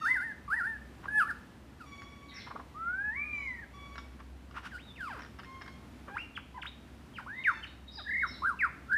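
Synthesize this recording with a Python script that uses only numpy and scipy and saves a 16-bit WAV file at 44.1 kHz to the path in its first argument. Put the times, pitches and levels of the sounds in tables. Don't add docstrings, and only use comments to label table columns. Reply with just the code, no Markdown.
import sys
import numpy as np
from scipy import signal
from scipy.fft import rfft, irfft, next_fast_len
from scipy.io import wavfile
from scipy.ndimage import uniform_filter1d, map_coordinates

SR = 44100
rng = np.random.default_rng(int(sys.argv[2]) if len(sys.argv) > 2 else 0)


def inscribe(sig):
    pcm = np.round(np.clip(np.atleast_2d(sig).T, -1, 1) * 32767)
    wavfile.write(sys.argv[1], SR, pcm.astype(np.int16))


N = 395577
T = np.arange(N) / SR
TOP_HZ = 15300

# (frequency [Hz], gain [dB])
THROAT_COLOUR = [(300, 3), (700, -5), (1050, 4), (1450, 6.5), (2100, -9), (3000, -14), (4300, -29.5),
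                 (5400, -29), (6500, -39.5), (10000, -49), (15000, -62)]
# (frequency [Hz], relative level [dB])
RASP_COLOUR = [(2500, -26), (3800, 1.5), (4900, 7), (6000, -8.5), (7500, -2.5), (9400, -4), (12000, -8.5),
               (15000, -14)]


def undb(db):
    return 10 ** (np.asarray(db) / 20)


def unit(x):
    return x / np.sqrt(np.mean(x ** 2))


def colour(hz, points):
    f, db = np.transpose(points)
    return undb(np.interp(np.log(np.maximum(hz, 1)), np.log(f), db))


def shape(x, points):
    size = next_fast_len(len(x))
    gain = colour(np.fft.rfftfreq(size, 1 / SR), points)
    return irfft(rfft(x, size) * gain, size)[:len(x)]


def walk(n, rate_hz):
    steps = np.arange(n) * rate_hz / SR
    values = rng.standard_normal(int(steps[-1]) + 3)
    return map_coordinates(values, [steps], order=2, mode="nearest")


def add(out, start_s, x):
    i = max(int(start_s * SR), 0)
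    out[i:i + len(x)] += x[:max(N - i, 0)]


def contour(rows, jitter, shimmer_db, glide_s=0.0033, jitter_hz=300):
    s, hz, db = np.transpose(rows)
    t = np.arange(s[0], max(s[-1], s[0] + 0.01), 1 / SR)
    size = max(int(glide_s * SR), 1)
    rounded_hz = uniform_filter1d(np.interp(t, s, hz), size)
    pitch_hz = rounded_hz * (1 + jitter * walk(len(t), jitter_hz))
    edges = np.clip(np.minimum(t - t[0], t[-1] - t) / 0.0015, 0, 1)
    return pitch_hz, edges * undb(np.interp(t, s, db) + shimmer_db * walk(len(t), 118.5))


def partials(pitch_hz, throat, tilt_db=0, count=20):
    k = np.arange(1, count + 1)[:, None]
    hz = k * pitch_hz
    waves = np.sqrt(2) * np.sin(2 * np.pi * k * np.cumsum(pitch_hz) / SR)
    return waves, colour(hz, throat) * undb(tilt_db * np.log2(k)) * (hz < TOP_HZ)


def reed(pitch_hz, throat, tilt_db=0):
    waves, gains = partials(pitch_hz, throat, tilt_db)
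    return (waves * gains).sum(axis=0) / np.sqrt((gains ** 2).sum(axis=0))


def whistles(rasp_db=-33, slide_hz_per_s=9000, flicker_db=4, third_db=-3):
    # (time [s], pitch [Hz], level [dB])
    warble_curves = [
        [(0.01, 1174, -51), (0.024, 1320, -33), (0.038, 1180, -36.5), (0.06, 1465, -26.5), (0.078, 1772, -29.5),
         (0.094, 1977, -30), (0.118, 2047, -23), (0.132, 2076, -29), (0.15, 1952, -34.5), (0.172, 1546, -32),
         (0.188, 1446, -36), (0.204, 1422, -35.5), (0.218, 1532, -33.5), (0.232, 1740, -36), (0.248, 1873, -40),
         (0.316, 1692, -41), (0.335, 1526, -52)],
        [(0.478, 1150, -43), (0.486, 1182, -41), (0.496, 1047, -45), (0.504, 1229, -35), (0.532, 1620, -28.5),
         (0.544, 1767, -30.5), (0.556, 1778, -39), (0.568, 1977, -34.5), (0.588, 1823, -33.5),
         (0.612, 1430, -32), (0.628, 1353, -41), (0.642, 1460, -33.5), (0.676, 1802, -32), (0.7, 1812, -40),
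         (0.718, 1787, -38), (0.766, 1670, -44), (0.775, 1520, -53)],
        [(1.078, 1590, -53), (1.086, 1606, -30.5), (1.096, 1634, -41), (1.102, 1700, -44.5),
         (1.164, 1720, -24.5), (1.188, 1709, -24.5), (1.196, 1640, -24.5), (1.208, 1440, -23.5),
         (1.232, 1205, -30), (1.25, 1118, -45), (1.266, 1357, -46), (1.274, 1342, -37), (1.284, 1726, -40),
         (1.292, 1820, -38), (1.304, 1606, -32), (1.314, 1376, -33.5), (1.325, 1385, -59)],
    ]
    # (time [s], pitch [Hz], level [dB])
    slur_curves = [
        [(2.742, 1115, -55), (2.762, 1207, -47), (2.794, 1302, -40.5), (2.888, 1406, -33.5), (3.048, 1687, -37),
         (3.096, 1707, -31.5), (3.114, 1753, -37), (3.144, 1939, -43.5), (3.172, 2262, -36), (3.264, 2445, -40),
         (3.36, 2350, -41), (3.448, 2205, -40.5), (3.508, 2012, -38), (3.572, 1886, -53.5), (3.592, 1820, -47),
         (3.604, 1930, -50), (3.64, 1619, -47), (3.648, 1630, -51)],
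        [(7.262, 936, -41.5), (7.282, 1444, -46), (7.298, 1567, -41.5), (7.366, 2040, -48), (7.392, 2040, -36),
         (7.404, 2170, -45), (7.43, 2075, -49)],
    ]
    # (top time [s], rise [s], start pitch [Hz], top pitch [Hz], fall [octaves/s],
    # level before carry [dB], swell [dB], trill rate [Hz], trill depth [Hz])
    whoop_rows = [(7.445, .007, 3070, 2452, 16.7, -22.5, -15, 0, 0),
                  (8.214, .176, 1658, 2195, 23, -26.5, 32, 33, 193),
                  (8.475, 0.055, 980, 1647, 12, -26, -12, 83, 84),
                  (8.594, 0.0049, 2740, 2660, 17.6, -23.5, 6, 0, 10),
                  (8.975, 0.1, 1288, 1820, 16, -24, 46, 54.5, 90)]
    # (frequency [Hz], level against the whistle before trims [dB])
    leak_colour = [(600, -46.5), (850, -23), (1150, -20.5), (2600, -32), (3800, -50), (7300, -56.5),
                   (9400, -39.5), (11500, -46.5), (15000, -64)]
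    # (harmonics 1 and 3 [dB], higher overtones and rasp [dB])
    warble_trim_db, slur_trim_db, whoop_trim_db = (0.5, -3), (2.5, -18), (-28, -12.5)
    edge_s, edge_db = 0.01, 2

    notes = [(warble_trim_db, rows) for rows in warble_curves]
    notes += [(slur_trim_db, rows) for rows in slur_curves]
    notes += [(whoop_trim_db, whoop(*row)) for row in whoop_rows]
    tone, overtones = np.zeros(N), np.zeros(N)
    for (under_db, over_db), rows in notes:
        start_s = rows[0][0]
        pitch_hz, strength = contour(rows, jitter=0.0018, shimmer_db=1.16)
        n = len(pitch_hz)
        inside = np.minimum(np.minimum(T[:n], T[n - 1] - T[:n]) / edge_s, 1)
        strength = strength * undb(-edge_db * (1 - inside))

        slope_hz_per_s = np.abs(uniform_filter1d(np.gradient(pitch_hz), SR // 100)) * SR
        sliding = np.tanh(slope_hz_per_s / slide_hz_per_s)
        waves, gains = partials(pitch_hz / 2, leak_colour)
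        leak = waves * gains
        upper = sum(partial * undb(flicker_db * walk(n, 40)) for partial in leak[3:])
        rasp = unit(shape(rng.standard_normal(n), RASP_COLOUR))
        rasp = rasp * sliding * undb(rasp_db + flicker_db * walk(n, 91))
        lower = leak[0] + undb(third_db) * leak[2]
        add(tone, start_s, strength * (waves[1] + undb(under_db) * lower))
        add(overtones, start_s, strength * undb(over_db) * (upper + rasp))
    return tone, overtones


def whoop(top_s, rise_s, start_hz, top_hz, fall_octaves_per_s, db, swell_db, trill_hz, depth_hz):
    # (frequency [Hz], gain [dB])
    carry = [(880, -28), (1080, -16.5), (1300, -4.5), (1560, -0.5), (1850, -5.5), (2130, -5.5),
             (2450, -14.5), (3000, -22)]
    end_hz, swell_curve = 900, 4.3
    t = np.arange(-rise_s, np.log2(top_hz / end_hz) / fall_octaves_per_s, 1 / SR)
    risen = np.minimum(1 + t / rise_s, 1)
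    trill = depth_hz * np.sin(np.pi * risen) * np.cos(2 * np.pi * trill_hz * (t + rise_s))
    hz = start_hz + (top_hz - start_hz) * risen - trill
    hz = hz * 2 ** (-fall_octaves_per_s * np.maximum(t, 0))
    level_db = db - swell_db * (1 - risen) ** swell_curve + 20 * np.log10(colour(hz, carry))
    return np.column_stack([top_s + t, hz, level_db])


def glides(rasp_db=-25, purity_db=7, pure_above_hz=1200):
    # (time [s], pitch [Hz], level [dB])
    cry_curve = [(4.705, 2380, -66), (4.721, 1672, -50), (4.743, 1460, -45), (4.761, 1432, -41),
                 (4.779, 1630, -53), (4.817, 3560, -62), (4.853, 3910, -65), (4.909, 3512, -52.5),
                 (4.941, 3436, -81), (4.961, 2820, -53), (4.985, 1908, -56), (5.009, 1589, -41.5),
                 (5.067, 1267, -42), (5.11, 825.2, -45)]
    # (start [s], flip [s], end [s], flip time [s], from [Hz], to [Hz],
    # level before edges and flare [dB], brightness [dB/octave])
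    zip_rows = [(1.79, 1.8, 1.872, 0.01, 2117, 1220, -57, 2.5),
                (6.095, 6.172, 6.265, 0.0057, 798, 2753, -42.5, -3.5),
                (6.351, 6.376, 6.392, 0.0041, 3450, 750, -42, -2),
                (6.543, 6.582, 6.6, 0.0044, 1026, 773, -41.5, -6.5),
                (6.616, 6.63, 6.637, 0.0045, 3705, 1040, -41, -2.5),
                (6.643, 6.66, 6.692, 0.0044, 854, 3860, -43, 0),
                (7.137, 7.186, 7.245, 0.0095, 3200, 725, -47.5, -0.5),
                (7.627, 7.65, 7.655, 0.0034, 3100, 1080, -40.5, -2),
                (7.972, 7.997, 8.02, 0.0042, 900, 581, -45.5, -2)]
    cry_tilt_db = 0.5
    creak_s, creak_hz, creak_db = 0.1, 180, -49

    cry = [*cry_curve, (cry_curve[-1][0] + creak_s, creak_hz, creak_db)]
    notes = [(cry_tilt_db, cry)]
    notes += [(tilt_db, zip_note(*row)) for *row, tilt_db in zip_rows]
    out = np.zeros(N)
    for tilt_db, rows in notes:
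        pitch_hz, strength = contour(rows, jitter=0.017, shimmer_db=1.5, glide_s=0.003, jitter_hz=1200)
        n = len(pitch_hz)
        tension = np.maximum(pitch_hz / pure_above_hz - 1, 0)
        voice = reed(pitch_hz, THROAT_COLOUR, tilt_db - purity_db * tension)
        rasp = unit(shape(rng.standard_normal(n), RASP_COLOUR))
        rasp = rasp * undb(rasp_db + 2 * tilt_db + 2.5 * walk(n, 112.6))
        add(out, rows[0][0], strength * (voice + rasp))
    return out


def zip_note(start_s, flip_s, end_s, flip_time_s, from_hz, to_hz, db):
    waver, waver_hz = 0.025, 70
    edge_share, edge_db = 0.38, 12.5
    peak_hz, peak_octaves, peak_db = 1410, 0.17, 12
    t = np.arange(start_s, end_s, 1 / SR)
    flipped = 0.5 + 0.5 * np.tanh((t - flip_s) / (2 * flip_time_s))
    hz = from_hz * (to_hz / from_hz) ** flipped
    hz = hz * (1 + waver * walk(len(t), waver_hz))
    opened = np.minimum(np.minimum(t - start_s, end_s - t) / (edge_share * (end_s - start_s)), 1)
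    flare = np.exp(-(np.log2(hz / peak_hz) / peak_octaves) ** 2)
    return np.column_stack([t, hz, db - edge_db * (1 - opened) + peak_db * flare])


def chucks(low_hz=280, swell_db=15):
    # (time of top [s], top pitch [Hz], level [dB], rise [s], fall [s], treble [dB/octave])
    chuck_rows = [(1.045, 1120, -45.5, 0.019, .012, 1), (1.058, 1605, -35, 0.0042, 0.0039, -3),
                  (2.475, 1174, -41.5, .012, 0.012, 0), (2.515, 1296, -36.5, 0.015, 0.0055, -4),
                  (2.564, 1404, -35, .015, 0.0054, -12), (2.602, 1250, -40, .016, 0.0072, -7),
                  (4.207, 1253, -47, .018, 0.0084, 3), (4.574, 1440, -38, .034, .024, 4),
                  (4.666, 1600, -39.5, 0.037, 0.014, 7.5), (6.084, 618, -42.5, 0.013, .03, -2.5)]
    out = np.zeros(N)
    for s, hz, db, rise_s, fall_s, tilt_db in chuck_rows:
        rows = [(s - rise_s, low_hz, db - swell_db),
                (s - rise_s / 3, hz / 2, db - swell_db / 2),
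                (s, hz, db),
                (s + fall_s, low_hz, db - swell_db)]
        pitch_hz, strength = contour(rows, jitter=0.042, shimmer_db=0.5, jitter_hz=790)
        add(out, s - rise_s, strength * reed(pitch_hz, THROAT_COLOUR, tilt_db))
    return out


def rattles(gain_db=1, scatter_db=2.5, rasp=0.12, rasp_s=0.0053, onset_s=0.00033):
    # (start [s], clicks [count], spacing [s], peak before gain and scatter [dB])
    rattle_rows = [(2.0197, 1, 0, -38.5), (3.9569, 2, 0.024, -33), (4.5112, 1, 0, -43),
                   (5.1925, 6, 0.014, -38.5), (5.3877, 3, 0.0054, -38.5), (5.4338, 2, .0125, -40),
                   (5.613, 2, 0.0058, -39), (5.6616, 2, 0.017, -40.5)]
    # (frequency [Hz], t60 [s], relative level [dB])
    click_modes = [(1250, 0.0083, -9.5), (1600, 0.0036, 12), (2710, 0.0056, -3.5), (3800, 0.022, -18.5),
                   (5200, 0.0083, -10)]
    out, t = np.zeros(N), T[:SR // 25]
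    hz, t60_s, db = np.transpose(click_modes)[:, :, None]
    for start_s, count, spacing_s, peak_db in rattle_rows:
        for k in range(round(count)):
            detune = 1 + 0.058 * rng.standard_normal(hz.shape)
            modes = undb(db - 60 * t / t60_s) * np.sin(2 * np.pi * hz * detune * t)
            ring = modes.sum(axis=0) * (1 - np.exp(-t / onset_s))
            snap = (t == 0) + rasp * rng.standard_normal(len(t)) * np.exp(-t / rasp_s)
            click = signal.fftconvolve(ring, snap)
            level_db = peak_db + gain_db + scatter_db * rng.standard_normal()
            add(out, start_s + k * spacing_s, click / np.abs(click).max() * undb(level_db))
    return out


def far_birds(chirp_gain_db=-1, flicker_db=1.0):
    # (start [s], length [s], pitch [Hz], fall [share of pitch], level [dB], brightness [dB/octave])
    pipe_rows = [(0, 0.077, 905, 0.039, -52.5, 7), (1.861, 0.18, 1129, 0.02, -56, 6),
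                 (2.022, 0.38, 1131, 0.01, -62, 4.5), (3.323, .15, 992, 0.011, -58.5, 4.5),
                 (3.735, 0.274, 1132, 0.0116, -56.5, 3.5), (5.448, 0.3, 1069, -0.019, -57, 0.5),
                 (7.427, 0.18, 893, 0.038, -53.5, 2)]
    # (frequency [Hz], gain [dB])
    pipe_throat = [(900, -8.5), (1100, 6), (2250, 2), (2800, -8.5), (3550, -7), (4600, -16.5),
                   (5700, -20.5), (6900, -24), (8500, -76)]
    # (start [s], length [s], from [Hz], to [Hz], level before gain [dB], scratch [dB])
    chirp_rows = [(2.283, 0.043, 4020, 3520, -50.5, -1), (2.312, 0.12, 1995, 2170, -46, -1.5),
                  (2.336, .055, 5650, 5220, -48.5, -4), (2.38, 0.05, 4850, 3120, -52.5, 2.5),
                  (7.328, 0.19, 3740, 3670, -59.5, -5), (7.668, 0.021, 3930, 3530, -49, -4),
                  (7.868, 0.037, 3850, 3740, -47, -11), (7.909, 0.05, 4740, 5440, -54, 0),
                  (7.938, .04, 5120, 4660, -45.5, -18), (7.97, 0.0353, 4180, 3450, -42.5, -13),
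                  (8.196, 0.1, 3805, 3800, -51.5, -14), (8.264, 0.047, 5470, 5170, -49, -6.5),
                  (8.308, 0.066, 4380, 3660, -49.5, -3.5)]
    pipe_edge_db, chirp_edge_db = 2, 11
    out = np.zeros(N)
    for s, length_s, hz, fall, db, tilt_db in pipe_rows:
        rows = [(s, hz * (1 + fall / 2), db - pipe_edge_db),
                (s + length_s / 2, hz, db),
                (s + length_s, hz * (1 - fall / 2), db - pipe_edge_db)]
        pitch_hz, strength = contour(rows, jitter=0.006, shimmer_db=2.5)
        waves, gains = partials(pitch_hz, pipe_throat, tilt_db, count=8)
        voice = sum(partial * undb(flicker_db * walk(len(pitch_hz), 36)) for partial in waves * gains)
        add(out, s, strength * unit(voice))
    for s, length_s, from_hz, to_hz, db, scratch_db in chirp_rows:
        rows = [(s, from_hz, db - chirp_edge_db),
                (s + length_s / 2, (from_hz + to_hz) / 2, db),
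                (s + length_s, to_hz, db - chirp_edge_db)]
        pitch_hz, strength = contour(rows, jitter=0.01, shimmer_db=3, jitter_hz=700)
        scratch = 1 + undb(scratch_db) * walk(len(pitch_hz), 1300)
        tone = np.sin(2 * np.pi * np.cumsum(pitch_hz) / SR)
        add(out, s, undb(chirp_gain_db) * strength * scratch * tone)
    return out


def reflections(x):
    # (delay [s], gain [linear])
    echo_rows = [(.0043, .2), (0.0114, 0.24), (.021, 0.15)]
    out = x.copy()
    for delay_s, gain in echo_rows:
        add(out, delay_s, gain * x)
    return out


def enclosure(x, t60_low_s=0.57, t60_high_s=0.28, build_s=0.0043, split_hz=6000):
    t, noise = T[:SR], rng.standard_normal(SR)
    low = signal.sosfilt(signal.butter(2, split_hz, "low", fs=SR, output="sos"), noise)
    high = signal.sosfilt(signal.butter(2, split_hz, "high", fs=SR, output="sos"), noise)
    tail = low * undb(-60 * t / t60_low_s) - high * undb(-60 * t / t60_high_s)
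    tail = tail * (1 - np.exp(-t / build_s))
    return signal.fftconvolve(x, tail / np.sqrt(np.sum(tail ** 2)))[:N]


def background(air_db=-53, hum_gain_db=-1, hum_hz=64.9):
    # (frequency [Hz], relative density [dB])
    air_colour = [(25, -43), (45, -12.5), (70, -4), (165, -10), (250, -6.5), (430, -19), (1000, -22.5),
                  (1900, -26.5), (3200, -32), (6300, -40.5), (10000, -43.5), (15000, -49.5)]
    # (time [s], level before gain [dB])
    hum_levels = [(0.0, -63), (0.87, -53), (1.5, -61.5), (4.32, -49.5), (4.92, -59), (8.97, -52.5)]
    air = unit(shape(rng.standard_normal(N), air_colour))
    air = air * undb(air_db + 0.85 * walk(N, 3.005))
    drone = np.sin(2 * np.pi * np.cumsum(hum_hz + 1.22 * walk(N, 5.7)) / SR)
    drone = unit(drone * undb(2.0 * walk(N, 9)))
    return air + drone * undb(np.interp(T, *np.transpose(hum_levels)) + hum_gain_db)


def scene():
    tone, overtones = whistles()
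    song = tone + glides() + chucks() + rattles()
    far = far_birds()
    beamed = shape(song, [(700, -11.5), (1600, -18), (2300, -7.5), (3500, -9.0)])
    wet = enclosure(beamed + undb(-5.5) * overtones + undb(-1.0) * far)
    direct = song + undb(3.5) * overtones + undb(-1.5) * far
    return (reflections(direct) + wet + background())[None]


def record(dry):
    return signal.sosfilt(signal.ellip(10, 0.2, 80, TOP_HZ, fs=SR, output="sos"), dry)


dry = scene()
out = record(dry)
inscribe(out)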